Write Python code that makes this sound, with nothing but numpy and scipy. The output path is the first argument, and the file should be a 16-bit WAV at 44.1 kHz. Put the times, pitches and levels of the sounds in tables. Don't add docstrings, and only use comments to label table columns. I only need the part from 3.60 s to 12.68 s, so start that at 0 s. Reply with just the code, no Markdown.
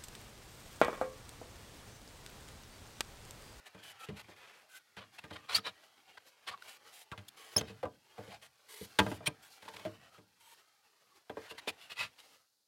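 import sys
import numpy as np
from scipy import signal
from scipy.fft import rfft, irfft, next_fast_len
from scipy.io import wavfile
from scipy.ndimage import uniform_filter1d, map_coordinates

SR = 44100
rng = np.random.default_rng(int(sys.argv[2]) if len(sys.argv) > 2 else 0)


def to_wav(sig):
    pcm = np.clip(np.atleast_2d(sig), -1, 1) * 32767
    pcm = np.round(pcm).astype(np.int16)
    wavfile.write(sys.argv[1], SR, pcm.T)


N = 400286

# freq_hz, relative density_db (per Hz)
AIR_SPECTRUM = [(30, -15.5), (100, -7), (800, -4), (2000, -12.5), (4500, -10), (8000, -16.5),
                (16000, -14.5)]


def knocks():
    # start_s, body_db, thud_db (re body), clack_db (re body), spot_note_hz, note_db, ring_factor
    # thud, body and clack are trimmed by trim_db
    blow_events = [(0.146, -53, 0.5, -4.5, 483, -23, 1.1), (0.487, -44.5, 8, -2.5, 434, 8.5, 0.95),
                   (0.498, -51, 11, -7, 198.4, 9, 1.5), (0.683, -53.5, -8, -12, 344, -5.5, 1.2),
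                   (1.367, -50.5, -1.5, 2, 860, -3, 1.2), (1.639, -52, 3, 4, 1210, -12, 0.94),
                   (1.709, -47, -0.5, -6, 754, -16, 1), (1.982, -44.5, -7, 8.5, 1266, 2, 0.42),
                   (3.516, -48.5, 6, 5, 98, 4.5, 1), (3.577, -52.5, 5, 6, 96.5, 9.5, 1.3),
                   (3.962, -34.5, 1, -4, 110, 2.5, 0.52), (3.979, -37.5, -0.5, -5.5, 600, 7, 0.66),
                   (4.010, -38.5, 1.5, -7, 437, -1.5, 1.1), (4.096, -49, -2, -10.5, 446, 4, 1.6),
                   (4.229, -36, -12, -12.5, 730, -2, .65), (4.234, -30.5, -20, -21, 523, 6, 0.77),
                   (4.254, -38.5, -7, -13.5, 1166, -5.5, 0.52), (4.580, -45.5, -12, -10.5, 740, -2, 1.5),
                   (4.587, -44.5, -2.5, -23, 487, 8, 2.7), (4.677, -49.5, 0.5, -7, 479, 14, 1.2),
                   (5.211, -44, 4.5, -16.5, 452, 14.5, 0.78), (5.388, -22, -8.5, 2, 871, -2.5, 0.82),
                   (5.399, -30, -4, -19, 983, -1, 1.6), (5.464, -32.5, -3, -9.5, 363, -13, .8),
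                   (5.515, -36.5, -3, -7, 299, -0.5, 0.83), (5.606, -47.5, -11, -18, 620, 0, 1.3),
                   (5.673, -38, 1, -0.5, 125, 4.5, 0.62), (6.079, -43, -32, -7, 900, 8, 1.6),
                   (6.251, -34, -9.5, -11.5, 619, 7, 1), (6.262, -42.5, -3, -9, 324, 9, 1.3),
                   (6.579, -58, 0, -5, 439, -6, 1.5), (7.696, -39, -12, -8.5, 423, -2.5, 0.64),
                   (7.770, -36.5, -20, -16.5, 442, 2, 0.59), (7.910, -47.5, -14, -1, 620, -16, 0.54),
                   (8.074, -34, -21.5, -6, 409, -6.5, 0.38)]
    trim_db = np.array([-3, -1, -2])
    settle_s, settle_db = 0.011, np.array([-4, -10.5, -19])
    skid_s, skid_re_clack_db = 0.014, -10.5
    skid_tilt_db, tilt_per_clack_db = -4, 0.35
    track = np.zeros(N)
    for start_s, body_db, thud_db, clack_db, note_hz, note_db, ring_factor in blow_events:
        levels_db = body_db + np.array([thud_db, 0, clack_db]) + trim_db
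        add(track, start_s, blow(levels_db, note_hz, note_db, ring_factor))
        add(track, start_s + settle_s, blow(levels_db + settle_db, note_hz, note_db, ring_factor))
        tilt_db = skid_tilt_db + tilt_per_clack_db * clack_db
        lead_s, skid = slide(skid_s, tilt_db, ring_hz=3300, ring_db=4.5, rise_share=0.11)
        skid_gain = amp(body_db + clack_db + skid_re_clack_db)
        add(track, start_s + lead_s / 3, skid_gain * skid)
    return track


def blow(levels_db, note_hz, note_db, ring_factor, thud_hz=270, clack_hz=1350, click_db=-3):
    t = np.arange(SR // 3) / SR
    ring = panel_ring(t, note_hz, note_db, np.clip(ring_factor, 0.3, 1.3))
    ring = ring / np.abs(ring).max() - amp(click_db) * contacts(t)
    thud = band(ring, thud_hz, 'low')
    body = band(ring, [thud_hz, clack_hz], 'band')
    clack = band(ring, clack_hz, 'high')
    parts = np.array([thud, body, clack])
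    peak_rms = np.sqrt(uniform_filter1d(parts ** 2, size=350, axis=1).max(axis=1))
    return amp(levels_db) / peak_rms @ parts


def panel_ring(t, note_hz, note_db, ring_factor):
    # freq_hz, relative level_db, t60_s (before scaling and cap)
    panel_modes = [(79, -10, 0.23), (104.7, -3.5, 0.22), (193, 0, 0.11), (305.6, -7.5, 0.19),
                   (376, -11.5, 0.098), (450, -6.5, 0.26), (601, -4.5, 0.16), (877.5, -5, 0.071),
                   (994, -12, 0.22), (1072, -14, 0.088), (1220, -12, .12), (1546, -14.5, 0.094),
                   (1600, -5, .1), (1900, -10, .058), (2040, -7.5, 0.071), (2510, -8.5, .07),
                   (2820, -10, 0.025), (3477, -10, .045)]
    # freq_hz, relative density_db (per Hz)
    clutter_spectrum = [(40, -26.5), (70, -8), (200, -3.5), (600, 2), (1500, -5.5), (3500, -7.5),
                        (5000, -18.5), (10000, -18), (16000, -28.5)]
    # freq_hz, t60_s (before scaling)
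    clutter_decay = [(80, 0.97), (300, 0.26), (900, 0.16), (2000, 0.089), (4000, 0.077), (12000, 0.05)]
    spot_db, scatter_db, clutter_db, attack_s = 5.5, 1.2, -1.0, 0.00088
    spot_modes = [(note_hz, note_db + spot_db, 0.12), (note_hz * 1.11, note_db + spot_db - 5, 0.08)]
    hz, level_db, t60_s = np.vstack([panel_modes, spot_modes]).T[:, :, None]
    t60_s = np.minimum(t60_s * ring_factor, 0.34 / (1 + hz / 1300))
    strength = amp(level_db + scatter_db * rng.standard_normal(hz.shape))
    decay = amp(-60 * t / t60_s)
    tones = np.sin(2 * np.pi * (hz * t + rng.random(hz.shape)))
    modes = np.sum(strength * decay * tones, axis=0)

    noise = coloured(rng.standard_normal(len(t)), clutter_spectrum)
    bin_hz, age_s, z = signal.stft(noise, SR, nperseg=256)
    clutter_t60_s = ring_factor * along(clutter_decay, bin_hz)
    decayed = z * amp(-60 * age_s / clutter_t60_s[:, None])
    clutter = signal.istft(decayed, SR)[1][:len(t)]
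    return (modes + amp(clutter_db) * clutter) * (1 - np.exp(-t / attack_s))


def contacts(t, count=5, mean_gap_s=0.003, fade_db=4):
    gaps_s = rng.exponential(mean_gap_s, count)
    landings_s = np.cumsum(gaps_s) * (np.arange(count) > 0) + 0.0005
    gains = amp(-fade_db * np.arange(count))
    pulses = np.bincount((landings_s * SR).astype(int), gains, len(t))[:len(t)]
    clicks = band(pulses, 3300, 'low')
    return clicks / np.abs(clicks).max()


def scrapes():
    # peak_s, length_s, level_db, tilt_db (per octave), resonance_hz, resonance_db
    joint_slides = [(1.386, .025, -47, -3.5, 3120, 4), (1.424, .05, -54.5, -4, 1500, -2),
                    (1.59, .014, -42.5, 1, 2620, 16), (1.71, .011, -45.5, -3, 2480, -18),
                    (1.739, .024, -49.5, 1.5, 3170, 13), (1.764, 0.018, -46.5, -4.5, 1430, 0),
                    (1.9, .024, -39.5, -0.5, 1300, 4.5), (1.934, .05, -37.5, 0.5, 2400, -11),
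                    (1.961, .032, -30.5, 6, 4670, 7), (2.068, 0.041, -38, -2, 3900, 10),
                    (2.578, .012, -48, -3, 1510, 5), (2.886, .029, -39, 0, 3100, -2),
                    (2.923, 0.041, -48.5, -2.5, 1140, 5), (2.977, .0011, -46, 1, 1160, 12),
                    (3.025, .007, -49.5, 3, 1460, 21), (3.686, .009, -46.5, 10.5, 3450, 14),
                    (3.986, .03, -39.5, 3.5, 3210, 4.5), (4.0135, .007, -36, -0.5, 3200, 11.5),
                    (4.087, 0.042, -52, 0.5, 2580, 5.5), (4.728, .06, -51.5, 0.5, 700, 14),
                    (5.391, .007, -33, -0.5, 3220, 9), (5.67, .018, -32, 5.5, 3170, 6.5),
                    (6.087, 0.02, -50, -1, 1650, 17), (6.168, 0.0092, -43.5, 1, 2330, 12),
                    (7.907, 0.03, -47.5, 4.5, 2800, 13), (7.987, .021, -44, 2.5, 1940, 10),
                    (8.088, .025, -35.5, 3, 2510, 10.5), (8.224, 0.092, -56.5, 4.5, 2790, 13),
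                    (8.316, .032, -44, 1.5, 2840, 2), (8.411, .074, -36.5, 1.5, 2586, 12),
                    (8.596, .035, -56.5, 4, 2965, 4)]
    track = np.zeros(N)
    for peak_s, length_s, level_db, tilt_db, ring_hz, ring_db in joint_slides:
        lead_s, rasp = slide(length_s, tilt_db, ring_hz, ring_db, rise_share=0.43)
        add(track, peak_s + lead_s, amp(level_db) * rasp)
    return track


def slide(length_s, tilt_db, ring_hz, ring_db, rise_share, sway_db=-22, sway_s=0.022):
    # freq_hz, relative density_db (per Hz)
    foam_spectrum = [(60, -18), (250, -18), (500, 0), (900, 2.5), (1600, 1.5), (2700, 3), (4200, 1.5),
                     (6000, -11.5), (10000, -14.5), (16000, -28)]
    # freq_hz, relative density_db (per Hz)
    frame_spectrum = [(45, -25), (80, -1), (110, 1.5), (150, -10), (200, -3.5), (280, -16), (600, -39),
                      (3000, -90.5)]
    t, force = push(length_s * rise_share, length_s * (1 - rise_share), shape=2)
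    bunching = amp(1.6 * wobble(200, len(t)))
    grit = beads(len(t), rate_hz=3200, smooth=0.9) * bunching
    rasp = force * through_panel(coloured(grit, foam_spectrum, tilt_db), ring_hz, ring_db)
    leak = 1 / (sway_s * SR)
    lingering_force = signal.lfilter([leak], [1, leak - 1], force)
    sway = lingering_force * coloured(rng.standard_normal(len(t)), frame_spectrum)
    return t[0], rasp + amp(sway_db) * sway


def squeaks():
    # peak_s, rise_s, fall_s, level_db, pitch_hz, glide (octaves/s), pitch_scatter (share), overtone_db
    slip_tones = [(1.9522, 0.0051, 0.011, -21.5, 4505, 6, 0.026, -15.5),
                  (2.944, 0.008, 0.0067, -44, 1132, -4, 0.013, -18),
                  (3.533, 0.0098, 0.0088, -44, 1151, -3.5, 0.17, -29),
                  (3.967, 0.002, 0.0052, -16, 5216, -2.5, 0.026, -8.5),
                  (3.981, 0.001, .006, -25, 6360, -2.5, 0.025, -14.5),
                  (5.394, 0.0034, 0.0031, -22.5, 3480, -22, 0.023, -20),
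                  (5.674, .007, 0.0055, -28.5, 2416, 2, 0.05, -32),
                  (5.6783, 0.0052, 0.0038, -34.5, 9080, -7, 0.01, -44)]
    track = np.zeros(N)
    for peak_s, rise_s, fall_s, level_db, hz, glide, scatter, overtone_db in slip_tones:
        t, force = push(rise_s, fall_s, shape=1.1)
        pitch_hz = hz * (2 ** (glide * t) + scatter * wobble(900, len(t)))
        phase = 2 * np.pi * np.cumsum(pitch_hz) / SR
        tone = np.zeros(len(t))
        for k, partial_db in enumerate([0, overtone_db, 2 * overtone_db], 1):
            if k * hz < SR / 2:
                tone += amp(partial_db) * np.sin(k * phase)
        tone = unit(tone * amp(2.5 * wobble(650, len(t))))
        add(track, peak_s + t[0], amp(level_db) * force * tone)
    return track


def drag():
    # start_s, end_s, bump_db (mean)
    start_s, end_s, bump_db = (6.028, 6.225, -54)
    rib_spacing_s, jitter_s, scatter_db = 0.033, 0.0066, 2
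    rib_note_hz, grit_re_bump_db = 870, 0.5
    part_db = np.array([-11, 0, -5])
    track = np.zeros(N)
    for rib_s in np.arange(start_s, end_s, rib_spacing_s):
        hit_s = rib_s + jitter_s * rng.standard_normal()
        level_db = bump_db + scatter_db * rng.standard_normal()
        add(track, hit_s, blow(level_db + part_db, rib_note_hz, note_db=-2, ring_factor=1.3))
        lead_s, grit = slide(0.012, tilt_db=4.0, ring_hz=1890, ring_db=13, rise_share=0.2)
        add(track, hit_s + lead_s, amp(level_db + grit_re_bump_db) * grit)
    return track


def palms(edge_s=0.014):
    # start_s, end_s, level_db, swell_db (across the stroke), tilt_db (per octave), resonance_hz, resonance_db
    palm_strokes = [(0.057, 0.082, -53.5, 3, -0.5, 1770, 6.5), (0.229, 0.325, -55.5, 4, 2.5, 3010, 15),
                    (0.393, 0.456, -52.5, 7, 0, 1322, 20.5), (0.564, 0.616, -51, 4, -2.5, 1470, -9),
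                    (0.759, 1.028, -63, -4, -2.5, 1290, 5), (1.088, 1.186, -58.5, 14, 3.5, 1524, 24),
                    (3.078, 3.176, -56, -12, 1, 2430, -9), (3.326, 3.439, -58, -0.5, 4, 725, 13),
                    (3.768, 3.95, -58, -5.5, 1, 459, 11), (4.819, 4.872, -57.5, -5, 0.5, 2920, -14),
                    (5.088, 5.259, -53.5, 3.5, 3.5, 425, 16), (5.482, 5.577, -56, -3.5, 2.5, 2640, -12),
                    (5.824, 5.890, -60.5, -7, 2.5, 2510, 0), (6.800, 6.945, -63, 6, 3.5, 925, 20)]
    # freq_hz, relative density_db (per Hz)
    palm_spectrum = [(150, -27.5), (400, -5.5), (800, -3.5), (1300, -3.5), (3000, -0.5), (5000, -8.5),
                     (6500, -10.5), (11500, -12.5), (15800, -23.5)]
    track = np.zeros(N)
    for start_s, end_s, level_db, swell_db, tilt_db, ring_hz, ring_db in palm_strokes:
        t = np.arange(round((end_s - start_s + edge_s) * SR)) / SR
        contact = np.clip(np.minimum(t, t[-1] - t) / edge_s, 0, 1)
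        moving_db = level_db + swell_db * (t / t[-1] - 0.5) + wobble(110, len(t))
        hiss = coloured(beads(len(t), rate_hz=5200, smooth=0.94), palm_spectrum, tilt_db)
        hiss = through_panel(hiss, ring_hz, ring_db, width_hz=67, ripple_db=3.5)
        add(track, start_s - edge_s / 2, amp(moving_db) * contact * hiss)
    return track


def sleeves():
    # time_s, level_db (before handling_trim_db)
    handling_curve = [(0.0, -64.5), (0.43, -59.5), (1.24, -69), (1.84, -61.5), (2.25, -66.5), (3.69, -67),
                      (3.99, -56), (4.3, -72), (5.16, -68), (5.56, -60), (5.79, -68.5), (6.19, -60.5),
                      (6.65, -74), (7.66, -71), (7.91, -59), (8.52, -67), (9.08, -96.5)]
    # fastest_s, length_s, rub_db, fizz_db (both before flutter)
    arm_moves = [(0.268, .15, -58.5, -78), (0.703, .06, -60, -71), (0.89, .15, -59, -83),
                 (1.55, 0.051, -65.5, -68), (2.244, 0.081, -67.5, -72.5), (2.498, 0.056, -61.5, -73.5),
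                 (2.68, 0.046, -61.5, -64), (3.054, .08, -61.5, -65), (3.289, .09, -60.5, -65),
                 (3.934, 0.065, -66, -63.5), (4.163, 0.099, -75, -76), (4.65, 0.27, -61, -68.5),
                 (5.291, 0.45, -68, -66.5), (5.44, .08, -55, -59.5), (5.933, 0.084, -70, -63),
                 (6.151, 0.37, -59.5, -66), (6.455, 0.098, -61.5, -76), (6.554, .07, -64, -72),
                 (6.96, .16, -67, -72.5), (7.568, 0.042, -68.5, -70), (7.837, 0.12, -55, -66.5),
                 (8.693, 0.21, -64, -67.5)]
    # freq_hz, relative density_db (per Hz)
    sleeve_spectrum = [(35, -44), (90, -6.5), (200, -10.5), (450, -2), (680, -2), (820, 3), (980, -2.5),
                       (1300, -0.5), (3200, -3), (4200, -12.5), (8000, -22.5), (12000, -42)]
    # freq_hz, relative density_db (per Hz)
    fizz_spectrum = [(2500, -19.5), (4200, 3), (6000, -2), (8000, -5.5), (11500, -6.5), (16000, -13.5)]
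    handling_trim_db = -2
    fizz_base_db, fizz_per_rub_db = -75.5, 0.23
    t = np.arange(N) / SR
    handling_db = np.interp(t, *np.transpose(handling_curve))
    rub_power = amp(handling_db + handling_trim_db) ** 2
    fizz_power = amp(fizz_base_db + fizz_per_rub_db * (handling_db - handling_db.mean())) ** 2
    for fastest_s, length_s, rub_db, fizz_db in arm_moves:
        speed = np.exp(-np.minimum((2 * (t - fastest_s) / length_s) ** 2, 20))
        rub_power = rub_power + (amp(rub_db) * speed) ** 2
        fizz_power = fizz_power + (amp(fizz_db) * speed) ** 2
    flutter_db = 1.7 * wobble(45, N)
    cloth = shifting(coloured(beads(N, rate_hz=2000, smooth=1), sleeve_spectrum), patchy_db=3.6)
    fibres = coloured(beads(N, rate_hz=2300, smooth=1.5), fizz_spectrum)
    fizz_gain = amp(1.5 + flutter_db / 2)
    return np.sqrt(rub_power) * amp(flutter_db) * cloth + np.sqrt(fizz_power) * fizz_gain * fibres


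def outdoors(x, echo_db=-28, t60_s=0.25):
    t = np.arange(SR // 3) / SR
    noise = coloured(rng.standard_normal(len(t)), AIR_SPECTRUM, tilt_db=-2.5)
    tail = noise * amp(-60 * t / t60_s) * (t > 0.006)
    return x + amp(echo_db) * signal.fftconvolve(x, tail / np.linalg.norm(tail))[:N]


def open_air(level_db=-87.5):
    return amp(level_db) * coloured(rng.standard_normal(N), AIR_SPECTRUM)


def push(rise_s, fall_s, shape):
    t = np.arange(-round(3 * rise_s * SR), round((5 * fall_s + 0.06) * SR)) / SR
    exponent = np.where(t < 0, (t / rise_s) ** 2, np.abs(t / fall_s) ** shape)
    return t, np.exp(-exponent)


def beads(size, rate_hz, smooth):
    slips = (rng.random(size) < rate_hz / SR) * rng.standard_normal(size)
    return unit(slips) + smooth * rng.standard_normal(size)


def through_panel(x, ring_hz, ring_db, width_hz=130, ripple_db=3.0, spacing_hz=70):
    size = next_fast_len(len(x) + 2048)
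    hz = np.fft.rfftfreq(size, 1 / SR)
    ripple = map_coordinates(rng.standard_normal(2000), [hz / spacing_hz], mode='mirror')
    peak = amp(ring_db) / (1 + ((hz - ring_hz) / (width_hz / 2)) ** 2)
    response = amp(ripple_db * ripple) + peak
    return unit(irfft(rfft(x, size) * response, size)[:len(x)])


def shifting(x, patchy_db):
    z = signal.stft(x, nperseg=1024)[2]
    field = uniform_filter1d(rng.standard_normal(z.shape), size=3, axis=0)
    field = uniform_filter1d(field, size=12, axis=1)
    return unit(signal.istft(z * amp(patchy_db * unit(field)))[1][:len(x)])


def coloured(x, spectrum, tilt_db=0):
    size = next_fast_len(len(x))
    hz = np.fft.rfftfreq(size, 1 / SR)
    gain_db = along(spectrum, hz) + tilt_db * np.log2(1 + hz / 1000)
    return unit(irfft(rfft(x, size) * amp(gain_db), size)[:len(x)])


def along(points, hz):
    point_hz, values = np.transpose(points)
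    return np.interp(np.log(hz + 1), np.log(point_hz), values)


def wobble(rate_hz, size):
    knots = rng.standard_normal(int(size * rate_hz / SR) + 4)
    return map_coordinates(knots, [np.arange(size) * rate_hz / SR])


def band(x, edges_hz, kind):
    return signal.sosfilt(signal.butter(3, edges_hz, kind, fs=SR, output='sos'), x)


def amp(db):
    return 10 ** (np.asarray(db) / 20)


def unit(x):
    return x / np.sqrt(np.mean(x ** 2) + 1e-20)


def add(track, start_s, sound):
    start = max(round(start_s * SR), 0)
    track[start:start + len(sound)] += sound[:N - start]


def scene():
    panels = knocks() + scrapes() + drag() + squeaks() + palms()
    return (outdoors(panels) + sleeves() + open_air())[None]


def record(dry, low_cut_hz=60, top_hz=15850):
    size = next_fast_len(N + SR // 4)
    spectrum = rfft(band(dry, low_cut_hz, 'high'), size)
    passed = np.fft.rfftfreq(size, 1 / SR) < top_hz
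    return irfft(spectrum * passed, size)[:, :N]


dry = scene()
out = record(dry)
to_wav(out)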